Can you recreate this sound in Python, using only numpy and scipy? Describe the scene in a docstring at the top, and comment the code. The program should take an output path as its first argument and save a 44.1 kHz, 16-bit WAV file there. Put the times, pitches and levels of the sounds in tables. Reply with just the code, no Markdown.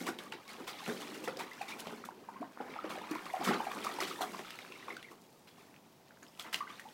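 """A puppy wades, paws and noses about in a shallow plastic pool on a patio, for about seven seconds.
It opens with quick splashes over stirred water: plunging and spraying noise, bubbles that ring, slaps that crack.
The strokes are heaviest from about 3.4 to 4.3 s, then the water calms to laps and stray trickling bubbles.
Near 6.5 s a last flurry brings the sharpest slap. Throughout, decaying noise and echoes answer from pool and
house wall, and shaped steady noise makes a faint outdoor hum."""
import sys
import numpy as np
from scipy import signal
from scipy.fft import rfft, irfft, next_fast_len
from scipy.io import wavfile
from scipy.ndimage import uniform_filter1d

SR = 44100
rng = np.random.default_rng(int(sys.argv[2]) if len(sys.argv) > 2 else 0)


def waveform_to_disk(signal):
    """Save audio, clipped to [-1, 1], as 16-bit WAV at the path in sys.argv[1]."""
    frames = np.transpose(np.atleast_2d(signal))
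    scaled = np.clip(frames, -1, 1) * 32767
    samples = np.round(scaled).astype(np.int16)
    wavfile.write(sys.argv[1], SR, samples)


N = 305613  # length in samples

# Stirred water between strokes, before the settling gains.
# Each row: time in seconds, then bass, middle, treble and top level in dB.
STIRRED_WATER = [(0.0, -54.5, -55, -46.5, -47), (0.33, -59, -57, -72, -77), (0.44, -67, -58, -60.5, -62),
                 (0.52, -59, -52.5, -62, -63), (0.87, -61, -54, -46, -52), (1.08, -51, -54.5, -52.5, -53.5),
                 (1.29, -50, -54, -58.5, -61.5), (1.51, -62, -54, -56, -59.5),
                 (1.77, -54, -50.5, -57, -56.5), (1.91, -55.5, -50.5, -55.5, -56),
                 (2.08, -59, -61.5, -64, -65.5), (2.33, -59, -55.5, -66, -66),
                 (2.52, -64.5, -57.5, -66, -67), (2.659, -55.5, -53, -61, -61.5),
                 (2.82, -58.5, -48.5, -58, -63), (3.36, -61, -47, -53.5, -53.5),
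                 (3.53, -56, -43, -52, -52.5), (4.01, -52, -47, -48.5, -52), (4.25, -51.5, -52, -55, -51.5),
                 (4.48, -61.5, -53.5, -52, -56), (4.9, -63, -58, -57, -61), (5.19, -64.5, -62, -67, -65),
                 (6.14, -66.5, -62.5, -68, -68), (6.44, -66, -60, -65, -60), (6.58, -64.5, -64, -58, -64),
                 (6.93, -64.5, -60.5, -63, -60)]
# Paw and muzzle strokes. Each row: start in seconds, swell in seconds, strength in dB before it is shared out,
# depth in dB (plus plunges, minus skims), extra mist in dB, fall by 60 dB in seconds.
STROKES = [(.008, 0.0036, -51.5, 14, 8, 0.36), (0.054, 0.024, -38.5, 0.5, 1.5, 0.13),
           (0.183, 0.0024, -53.5, -0.5, 1.5, 0.71), (0.313, 0.0092, -46.5, 1, -8, 0.28),
           (.47, 0.028, -60, -13, -3, .41), (.555, 0.053, -53, 8.5, 4, 0.24),
           (0.668, 0.012, -43, -3.5, 0.5, 0.17), (0.858, 0.033, -42.5, 11.5, 11, 0.33),
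           (.998, 0.0075, -44.5, -4, -3, 0.18), (1.135, 0.0082, -56.5, -9, 0.5, 0.36),
           (1.235, 0.0065, -47, -4, 3, 0.15), (1.273, 0.0053, -42, 1, -6, .16),
           (1.387, 0.0054, -39, -0.5, -1.5, 0.18), (1.612, .004, -61, -16, 1, .088),
           (1.679, 0.0049, -56.5, -14.5, -3.5, 0.27), (1.782, .019, -51, -8, 4, 0.067),
           (1.868, 0.0028, -44.5, 9.5, -2, 0.099), (1.921, 0.0066, -45.5, 10, -4, 0.067),
           (2.048, 0.0047, -49.5, 2, 7.5, 0.1), (2.404, 0.014, -52.5, 8.5, -2, 0.15),
           (2.599, 0.0073, -48, 11, -8, 0.14), (2.694, 0.0033, -47.5, 3, -11, 0.15),
           (2.835, 0.0073, -50, 12, 3, 0.17), (2.89, 0.012, -44.5, 3, 2.5, 0.3),
           (3.014, 0.0046, -44.5, 4.5, -18, 0.067), (3.105, 0.0082, -42.5, 3.5, 3, 0.076),
           (3.134, 0.022, -45, 4, -13, .1), (3.254, 0.0049, -44, -0.5, -5, 0.087),
           (3.389, 0.03, -43, 6, -15, 0.23), (3.432, 0.016, -39, -1, 4.5, 0.23),
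           (3.462, 0.021, -31.5, 1.5, -5.5, .14), (3.48, 0.0095, -36, 10.5, -3, 0.32),
           (3.525, 0.01, -36.5, -1.5, -17, 0.052), (3.75, 0.01, -56.5, 17.5, 0, 0.43),
           (3.832, 0.01, -42.5, -1, -1.5, 0.34), (3.997, 0.02, -39, -3, -1, 0.2),
           (4.066, 0.011, -55.5, -17.5, -3, 0.31), (4.204, 0.015, -38, -0.5, 3.5, 0.094),
           (4.328, 0.0072, -46.5, 1.5, -2, 0.16), (4.388, 0.0057, -43.5, 3.5, -1, 0.08),
           (4.7, 0.0046, -66, 16.5, 0, 0.27), (4.865, 0.028, -48, 6, -3, 0.3),
           (5.1, 0.018, -53.5, 7.5, 7.5, 0.085), (5.471, 0.0051, -64.5, -10, -3, 0.18),
           (5.555, 0.034, -62.5, 2, 3, 0.87), (6.223, 0.003, -55, 6.5, 0, 0.17),
           (6.388, 0.0075, -48.5, -4, 0, 0.24), (6.439, 0.012, -50, 4.5, -17, 0.33),
           (6.526, 0.005, -48.5, -10.5, 2, 0.2), (6.542, 0.0028, -53.5, 4.5, -2, 0.37),
           (6.667, 0.029, -54.5, -2.5, -6, 0.7), (6.794, 0.0035, -54.5, -2.5, 6, 0.057)]
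# Single bubbles, drips and a close echo.
# Each row: start in seconds, pitch in Hz, peak in dB, time to the peak in seconds.
SINGLE_BUBBLES = [(.009, 276, -38, 0.0043), (0.087, 318, -31, 0.0035), (0.0867, 1500, -36.5, 0.0033),
                  (0.261, 1180, -46.5, 0.005), (.349, 374, -43.5, 0.0051), (0.8869, 242, -37, 0.0044),
                  (0.898, 1580, -34, 0.0016), (1.276, 2010, -30.5, 0.001), (1.2764, 489, -32.5, 0.0074),
                  (1.2766, 764, -27.5, 0.00095), (1.2793, 1355, -36, 0.0053), (1.37, 480, -37, 0.0025),
                  (1.437, 360, -39, 0.0027), (1.5147, 1990, -40, .0024), (1.6104, 782, -32, 0.0041),
                  (1.6148, 2500, -35.5, 0.0017), (1.7198, 2360, -39.5, 0.0036), (1.926, 700, -40, 0.00098),
                  (2.0392, 1300, -34.5, 0.0015), (2.088, 934, -31.5, 0.0013), (2.2872, 920, -34, 0.002),
                  (2.358, 1050, -43, 0.0047), (2.4036, 272, -37.5, 0.0083), (2.4166, 693, -38, 0.0065),
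                  (2.428, 1040, -33.5, 0.0014), (2.5741, 1030, -33, 0.00051), (2.6013, 800, -34, 0.0045),
                  (2.739, 2120, -37, 0.00062), (2.7606, 860, -36.5, .0022), (2.7884, 1270, -32, 0.0025),
                  (2.843, 533, -30.5, 0.002), (2.9058, 1060, -33.5, 0.00092), (2.9214, 1280, -37, .0022),
                  (2.943, 334, -39.5, 0.0034), (2.956, 725, -39, 0.0037), (2.978, 600, -34, 0.0014),
                  (3.1117, 303, -31.5, 0.0054), (3.154, 1005, -34, 0.0043), (3.264, 1164, -35.5, 0.0021),
                  (3.3367, 746, -27, 0.0047), (3.3676, 720, -28.5, 0.0016), (3.41, 775, -31, 0.0052),
                  (3.4628, 1300, -32, 0.0022), (3.504, 371, -29.5, 0.0059), (3.5084, 804, -26, 0.0042),
                  (3.5333, 1390, -25, 0.0014), (3.603, 880, -25.5, 0.0022), (3.6677, 773, -28.5, 0.0035),
                  (3.7131, 1100, -33.5, 0.0022), (3.846, 1250, -31.5, 0.0014), (3.8666, 1180, -27, 0.0034),
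                  (3.9862, 880, -28.5, 0.0017), (3.988, 534, -36, 0.0022), (4.013, 1220, -28.5, 0.0017),
                  (4.0218, 380, -36.5, 0.0074), (4.1108, 1240, -33.5, 0.0024), (4.189, 930, -37, 0.0026),
                  (4.2081, 760, -25, 0.0012), (4.228, 718, -33.5, 0.0053), (4.24, 1140, -29, 0.001),
                  (4.3466, 1060, -35, 0.0013), (4.752, 2190, -48, 0.0051), (4.8256, 1950, -46, 0.0029),
                  (4.882, 1130, -33, 0.002), (4.9043, 2090, -33.5, 0.0019), (4.9665, 1490, -37.5, 0.0023),
                  (5.0425, 2190, -47, 0.0052), (5.0848, 1940, -49, 0.0029), (6.1073, 1550, -48, 0.0011),
                  (6.2306, 6700, -44.5, 0.0005), (6.2825, 5170, -51, .0008), (6.533, 1540, -28, 0.00035),
                  (6.6054, 1140, -30, 0.0047), (6.623, 1155, -38.5, 0.0034), (6.67, 1510, -42, 0.0024),
                  (6.6757, 2050, -43, 0.002), (6.7014, 1156, -40.5, 0.003), (6.8502, 837, -46, 0.0085)]
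# Sharp slaps and drops on the surface.
# Each row: start in seconds, pitch in Hz, level in dB before a 1 dB trim, ring length in cycles (peak halfway).
SURFACE_SLAPS = [(0.068, 3270, -30, 1.4), (.188, 3150, -32, 3.5), (0.3224, 2790, -30.5, 3.6),
                 (0.325, 1570, -34.5, 2.4), (0.336, 3800, -45, 7.6), (0.479, 4830, -39, 3),
                 (.862, 2600, -34, 2.7), (1.075, 2430, -38, 3), (1.371, 5060, -34, 3),
                 (1.534, 3930, -39, 2), (1.87, 3300, -35, 0.87), (2.709, 1900, -44, 2),
                 (2.985, 2150, -37, 3), (3.151, 2190, -32, 2.7), (3.2558, 4470, -41, 3.8),
                 (3.542, 2980, -30, 2.2), (3.653, 2370, -36.5, 3.4), (3.717, 2040, -27, 0.73),
                 (3.788, 2370, -38, 3.7), (3.846, 2060, -36, 1), (4.0031, 2080, -27.5, 3.8),
                 (4.005, 5100, -27.5, 4.2), (4.053, 3600, -34, 1.9), (4.2193, 2270, -35, 1.2),
                 (4.392, 1930, -35.5, 3), (4.482, 2250, -40, 1.8), (4.506, 2800, -29.5, 0.72),
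                 (4.589, 2320, -32, 2.5), (4.649, 1200, -39, 1.6), (4.722, 2620, -37.5, 4.7),
                 (4.967, 3840, -35, 1), (5.028, 2450, -36.5, 1), (5.742, 2000, -45.5, 1.5),
                 (5.763, 2600, -46.5, 1.9), (6.083, 4210, -52.5, 3.2), (6.172, 1550, -50, 3.4),
                 (6.228, 1640, -47, 4.6), (6.266, 3070, -48.5, 3.2), (6.3506, 2940, -54, 4),
                 (6.3743, 2720, -50, 3.7), (6.3964, 3290, -30, 4.2), (6.5294, 2260, -34, 1.4),
                 (6.5438, 2840, -15.5, 2.4), (6.796, 1790, -33.5, 2.5), (6.888, 3200, -46, 3.3)]
# Colour of big air pockets plunging. Each row: frequency in Hz, relative level in dB per Hz.
PLUNGE_COLOUR = [(60, -41), (100, -42), (150, -6.5), (215, 1.5), (290, -1), (380, -0.5), (520, -3.5),
                 (700, -10), (1400, -62)]
# Colour of middling bubbles gurgling. Each row: frequency in Hz, relative level in dB per Hz.
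GURGLE_COLOUR = [(250, -3), (450, -5.5), (750, 5.5), (1250, 4.5), (1800, -3), (2400, -4.5), (3600, -18),
                 (7000, -59)]
# Colour of spray, mist and droplets. Each row: frequency in Hz, relative level in dB per Hz.
SPRAY_COLOUR = [(1000, -12), (1800, 0.5), (2500, -2), (3500, -1.5), (5300, -6), (8000, -9.5), (12000, -13),
                (16000, -16.5)]
# Colour of the outdoor hum. Each row: frequency in Hz, relative level in dB per Hz.
OUTDOOR_COLOUR = [(25, -13), (55, -19), (85, -3.5), (150, 0), (260, -1.5), (400, -8.5), (550, -5),
                  (900, -4.5), (1300, -16), (2000, -18.5), (5000, -19.5), (9000, -29), (15800, -24)]
# Ring of the patio. Each row: frequency in Hz, fall by 60 dB in seconds.
PATIO_RING = [(200, 0.32), (2000, 0.2), (12000, 0.13)]
# Echoes from the pool side and the house wall. Each row: delay in seconds before stretching, level in dB.
WALL_ECHOES = [(.006, -24.5), (0.013, -15.5), (.021, -19.5)]
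# How plunge, gurgle, spray and mist follow the stirred water.
# Each row: gain in dB, water level in dB (before gain) under which the part falls still.
SETTLING_PARTS = [(0.5, -65.5), (-3.5, -58), (-3, -66), (-2.5, -68.5)]
# How a stroke is shared between plunge, gurgle, spray and mist.
# Each row: share in dB, dB gained per dB of depth.
STROKE_SHARES = [(-5, 1), (-1.5, 0), (-3.5, -1), (-4, -1)]
# Tone of the microphone. Each row: frequency in Hz, gain in dB.
MICROPHONE = [(25, -4.0), (55, -10.5), (85, -4.5), (130, -0.5)]

TOP_HZ = 15900  # nothing is kept from here up
MIST_HZ = 5340  # spray above this is mist
SPIT_T60_S = 0.005  # a droplet landing
TRICKLE_CEILING_DB, TRICKLE_LIFT_DB = -40.5, 8  # limit on the stirring that drives stray bubbles, then their gain
TICK_DB, TICK_T60_S = -10.5, 0.0035  # first contact of a slap, level relative to the slap
CRACK_Q, CRACK_DB, CRACK_T60_S = 0.88, -9, 0.021  # sharpness around the pitch, relative level, decay
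SCATTER_DB, SCATTER_DELAY_S, SCATTER_T60_S = -18, 0.0022, 0.034  # off the pool side and the puppy's legs
CLIMB_PER_S = 51  # a longer-lived bubble rises further: pitch climb as a share, per s of life
# Lesser bubbles after a single one: time they spread over, level under it, range of pitch, life.
BREAKUP_S, BREAKUP_DB, BREAKUP_OCTAVES, BREAKUP_CYCLES = 0.03, -13, 1.3, 1.8


def water():
    """Big air pockets thud, middling ones gurgle, spray fizzes, droplets patter and the finest mist hisses."""
    deep, middle, fine, finest = agitation()
    plunge = swarm(PLUNGE_COLOUR, low_hz=188.7, high_hz=548.0, rate=260, cycles=1.32, climb=0.4,
                   spread_db=1.5, churn_db=-1.5, rough_db=2.0)
    gurgle = swarm(GURGLE_COLOUR, low_hz=524.0, high_hz=3160, rate=540, cycles=2.6, climb=0.26,
                   spread_db=5.5, churn_db=-12.5, rough_db=-0.5)
    spray = swarm(SPRAY_COLOUR, low_hz=1923, high_hz=6630, rate=620, cycles=6.9, climb=0.13,
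                  spread_db=13.0, churn_db=1.0, rough_db=2.5)
    # spray and mist split the treble at one crossover
    spray = filtered(spray, lambda hz: 1 / np.sqrt(1 + (hz / MIST_HZ) ** 8))
    mist = coloured(rng.standard_normal(N), SPRAY_COLOUR) + amp(-4.5) * patter(rate=110, spread_db=17)
    mist = filtered(mist, lambda hz: np.sqrt(1 - 1 / (1 + (hz / MIST_HZ) ** 8)))
    ceiling = amp(TRICKLE_CEILING_DB)
    stirring = ceiling * np.tanh(np.sqrt(middle * fine) / ceiling)
    trickle = strays(stirring, rate=120, centre_hz=2207, octaves=1.55, cycles=3.53, spread_db=9.5)
    body = deep * plunge + middle * gurgle + fine * spray + finest * mist
    return body + amp(TRICKLE_LIFT_DB) * trickle


def agitation():
    """Strength of plunge, gurgle, spray and mist: the stirred pool plus strokes that swell and die."""
    now, t = np.arange(N) / SR, np.arange(SR // 2) / SR
    times, *levels = np.transpose(STIRRED_WATER)
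    power = np.zeros((len(levels), N))
    for part, level, (gain_db, still_db) in zip(power, levels, SETTLING_PARTS):
        stir_db = np.interp(now, times, level)
        stillness = 1 + amp(still_db - stir_db) ** 4
        part += amp(stir_db + gain_db) ** 2 / stillness
    # gurgle and spray each come in uneven bursts as wavelets break
    for part in power[1:3]:
        part *= wavelets(rate=45, t60=0.14, share=0.44)
    for s, swell, db, depth_db, mist_db, t60 in STROKES:
        stroke = np.minimum(t / swell, 1) * amp(-60 * np.maximum(t - swell, 0) / t60)
        for part, (share_db, lean), extra_db in zip(power, STROKE_SHARES, (0, 0, 0, mist_db)):
            part_db = db + share_db + lean * depth_db + extra_db
            add(part, s, (amp(part_db) * stroke) ** 2)
    return np.sqrt(power)


def wavelets(rate, t60, share):
    """Power of mean 1, a share of it in bursts that start at once and die quickly."""
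    slot, size = rng.random((int(rate * N / SR), 2)).T
    # one burst at a random place in each equal slot of time
    when = (np.arange(len(slot)) + slot) * N / len(slot)
    starts = np.bincount(when.astype(int), size ** 2, N)
    decay = amp(-60 * np.arange(SR // 8) / SR / t60) ** 2
    bursts = np.abs(signal.fftconvolve(starts, decay)[:N])
    return 1 + np.clip(share, 0, 1) * (bursts / bursts.mean() - 1)


def swarm(spectrum, low_hz, high_hz, rate, cycles, climb, spread_db, churn_db, rough_db):
    """A steady crowd of small bubbles on churning noise, at rms 1."""
    when, tone, size, damping, depth = rng.random((int(rate * N / SR), 5)).T[..., None]
    hz = low_hz * (high_hz / low_hz) ** tone
    life = cycles * 2 ** (1 - 2 * damping) / hz
    steps = np.arange(int(2.5 * SR * np.max(life)))
    # most bubbles are faint, a few stand out
    loudness = amp(spread_db * size ** 3) * np.sqrt(hz / life)
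    rings = loudness * bubble(steps / SR, hz, life, climb * depth)
    places = (when * N).astype(int) + steps
    crowd = np.bincount(places.ravel(), rings.ravel())[:N]
    # the breaking surface rushes in tiny uneven spurts
    unevenness = unit(uniform_filter1d(rng.standard_normal(N), size=200))
    churn = coloured(amp(rough_db * unevenness) * rng.standard_normal(N), spectrum)
    return unit(coloured(crowd, spectrum) + amp(churn_db) * churn)


def patter(rate, spread_db):
    """Flung droplets land as tiny bright spits, at rms 1."""
    when, size = rng.random((int(rate * N / SR), 2)).T
    landings = np.bincount((when * N).astype(int), amp(spread_db * size ** 2), N)
    decay = amp(-60 * np.arange(SR // 50) / SR / SPIT_T60_S)
    spits = signal.fftconvolve(landings, decay)[:N]
    return coloured(spits * rng.standard_normal(N), SPRAY_COLOUR)


def strays(strength, rate, centre_hz, octaves, cycles, spread_db):
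    """Stray bubbles of random size ring at random, following how hard the water is stirred at that moment."""
    out, t = np.zeros(N), np.arange(SR // 12) / SR
    for when, size, damping, *tone in rng.random((int(rate * N / SR), 5)):
        hz = centre_hz * 2 ** (octaves * (sum(tone) - 1))  # two draws crowd the pitches at the centre
        life = cycles * 2 ** (1 - 2 * damping) / hz
        peak = strength[int(when * N)] * amp(-spread_db * size)
        add(out, when * N / SR, peak * bubble(t, hz, life, CLIMB_PER_S * life))
    return out


def plops():
    """Bubbles and drips that stand out, each followed by brief lesser ones as the cavity breaks up."""
    out, t = np.zeros(N), np.arange(SR // 12) / SR
    for s, hz, db, life in SINGLE_BUBBLES:
        add(out, s, amp(db) * bubble(t, hz, life, CLIMB_PER_S * life))
        for lag, tone in rng.random(size=(4, 2)):
            small_hz = hz * 2 ** (BREAKUP_OCTAVES * (tone - 1 / 4))  # mostly higher than the first
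            small_life = BREAKUP_CYCLES / small_hz
            small = bubble(t, small_hz, small_life, CLIMB_PER_S * small_life)
            add(out, s + BREAKUP_S * lag, amp(db + BREAKUP_DB) * (1 - lag / 2) * small)
    return out


def slaps():
    """Water struck flat by a paw or a drop: a bright tick, a short ring and a wet crack around its pitch."""
    out, t = np.zeros(N), np.arange(SR // 25) / SR
    for s, hz, db, cycles in SURFACE_SLAPS:
        ring = bubble(t, hz, life=cycles / hz / 2, climb=0.03)
        around = signal.iirpeak(hz, CRACK_Q, SR)
        hiss = signal.lfilter(*around, rng.standard_normal(len(t)))
        hiss = unit(signal.lfilter(*around, hiss))  # a second pass narrows the band
        rise = np.minimum(t * hz / 2, 1)  # over two cycles
        crack = rise * amp(CRACK_DB - 60 * t / CRACK_T60_S) * hiss
        tick = amp(TICK_DB - 60 * t / TICK_T60_S) * rng.standard_normal(len(t))
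        add(out, s, amp(db - 1.0) * (tick + ring + crack))
    return out


def bubble(t, hz, life, climb):
    """Trapped air swells to peak 1 at t = life and dies; its pitch climbs as it nears the surface."""
    age = t / life
    shape = age * np.exp((1 - age * np.sqrt(age)) * 2 / 3)
    pitch = hz * (1 + climb * (np.tanh(age / 3) - 0.4))  # starts below hz, ends above
    return shape * np.sin(2 * np.pi * np.cumsum(pitch, axis=-1) / SR)


def patio(x, tail_db, roam):
    """As the puppy moves about, the echo paths change length every fifth of a second."""
    out, step = np.zeros(N), SR // 5
    for start in range(0, N, step):
        response = answer(tail_db, stretch=1 + roam * rng.uniform(-1, 1))
        add(out, start / SR, signal.fftconvolve(x[start:start + step], response))
    return out


def answer(tail_db, stretch):
    """The response from one spot: quick scatter inside the pool, a few clear echoes and a short diffuse tail."""
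    hz, t, z = signal.stft(rng.standard_normal(SR // 3), SR, nperseg=256)
    decay = amp(-60 * t / along(PATIO_RING, hz)[:, None])  # each frequency dies at its own pace
    tail = signal.istft(z * decay, SR, nperseg=256)[1]
    response = np.pad(amp(tail_db) * tail / np.linalg.norm(tail), (SR // 200, 0))
    fade = amp(-60 * np.arange(SR // 20) / SR / SCATTER_T60_S)
    scatter = rng.standard_normal(SR // 20) * fade
    add(response, SCATTER_DELAY_S, amp(SCATTER_DB) * scatter / np.linalg.norm(scatter))
    for delay, db in WALL_ECHOES:
        add(response, delay * stretch, amp(db) * np.array([0.25, 0.5, 0.25]))  # slightly dulled
    return response


def outdoor_hum():
    """Steady noise, strongest in the low range, stands for the faint outdoors."""
    return amp(-63.0) * coloured(rng.standard_normal(N), OUTDOOR_COLOUR)


def amp(db):
    """Decibels to gain."""
    return 10 ** (np.asarray(db) / 20)


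def unit(x):
    """Scale to rms 1."""
    return x / np.sqrt(np.mean(x ** 2) + 1e-20)


def along(points, hz):
    """(Hz, value) points read on a log frequency axis."""
    f, v = np.transpose(points)
    return np.interp(np.log(hz + 1), np.log(f + 1), v)


def filtered(x, response):
    """Multiply the spectrum of x by a response of frequency."""
    size = next_fast_len(N + SR // 2)
    return irfft(rfft(x, size) * response(np.fft.rfftfreq(size, 1 / SR)), size)[:N]


def coloured(x, spectrum):
    """Filter x by a colour table, at rms 1."""
    return unit(filtered(x, lambda hz: amp(along(spectrum, hz))))


def add(track, s, sound):
    """Mix a sound into the track at time s."""
    part = track[max(round(s * SR), 0):][:len(sound)]
    part += sound[:len(part)]


def scene():
    """The pool, its surroundings and the outdoor hum."""
    pool = water() + plops() + slaps()
    return (pool + patio(pool, tail_db=-9.0, roam=0.2) + outdoor_hum())[None]


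def record(dry):
    """The microphone thins out the deep bass and keeps nothing above its band limit."""
    return filtered(dry[0], lambda hz: amp(along(MICROPHONE, hz)) * (hz < TOP_HZ))[None]


dry = scene()
out = record(dry)
waveform_to_disk(out)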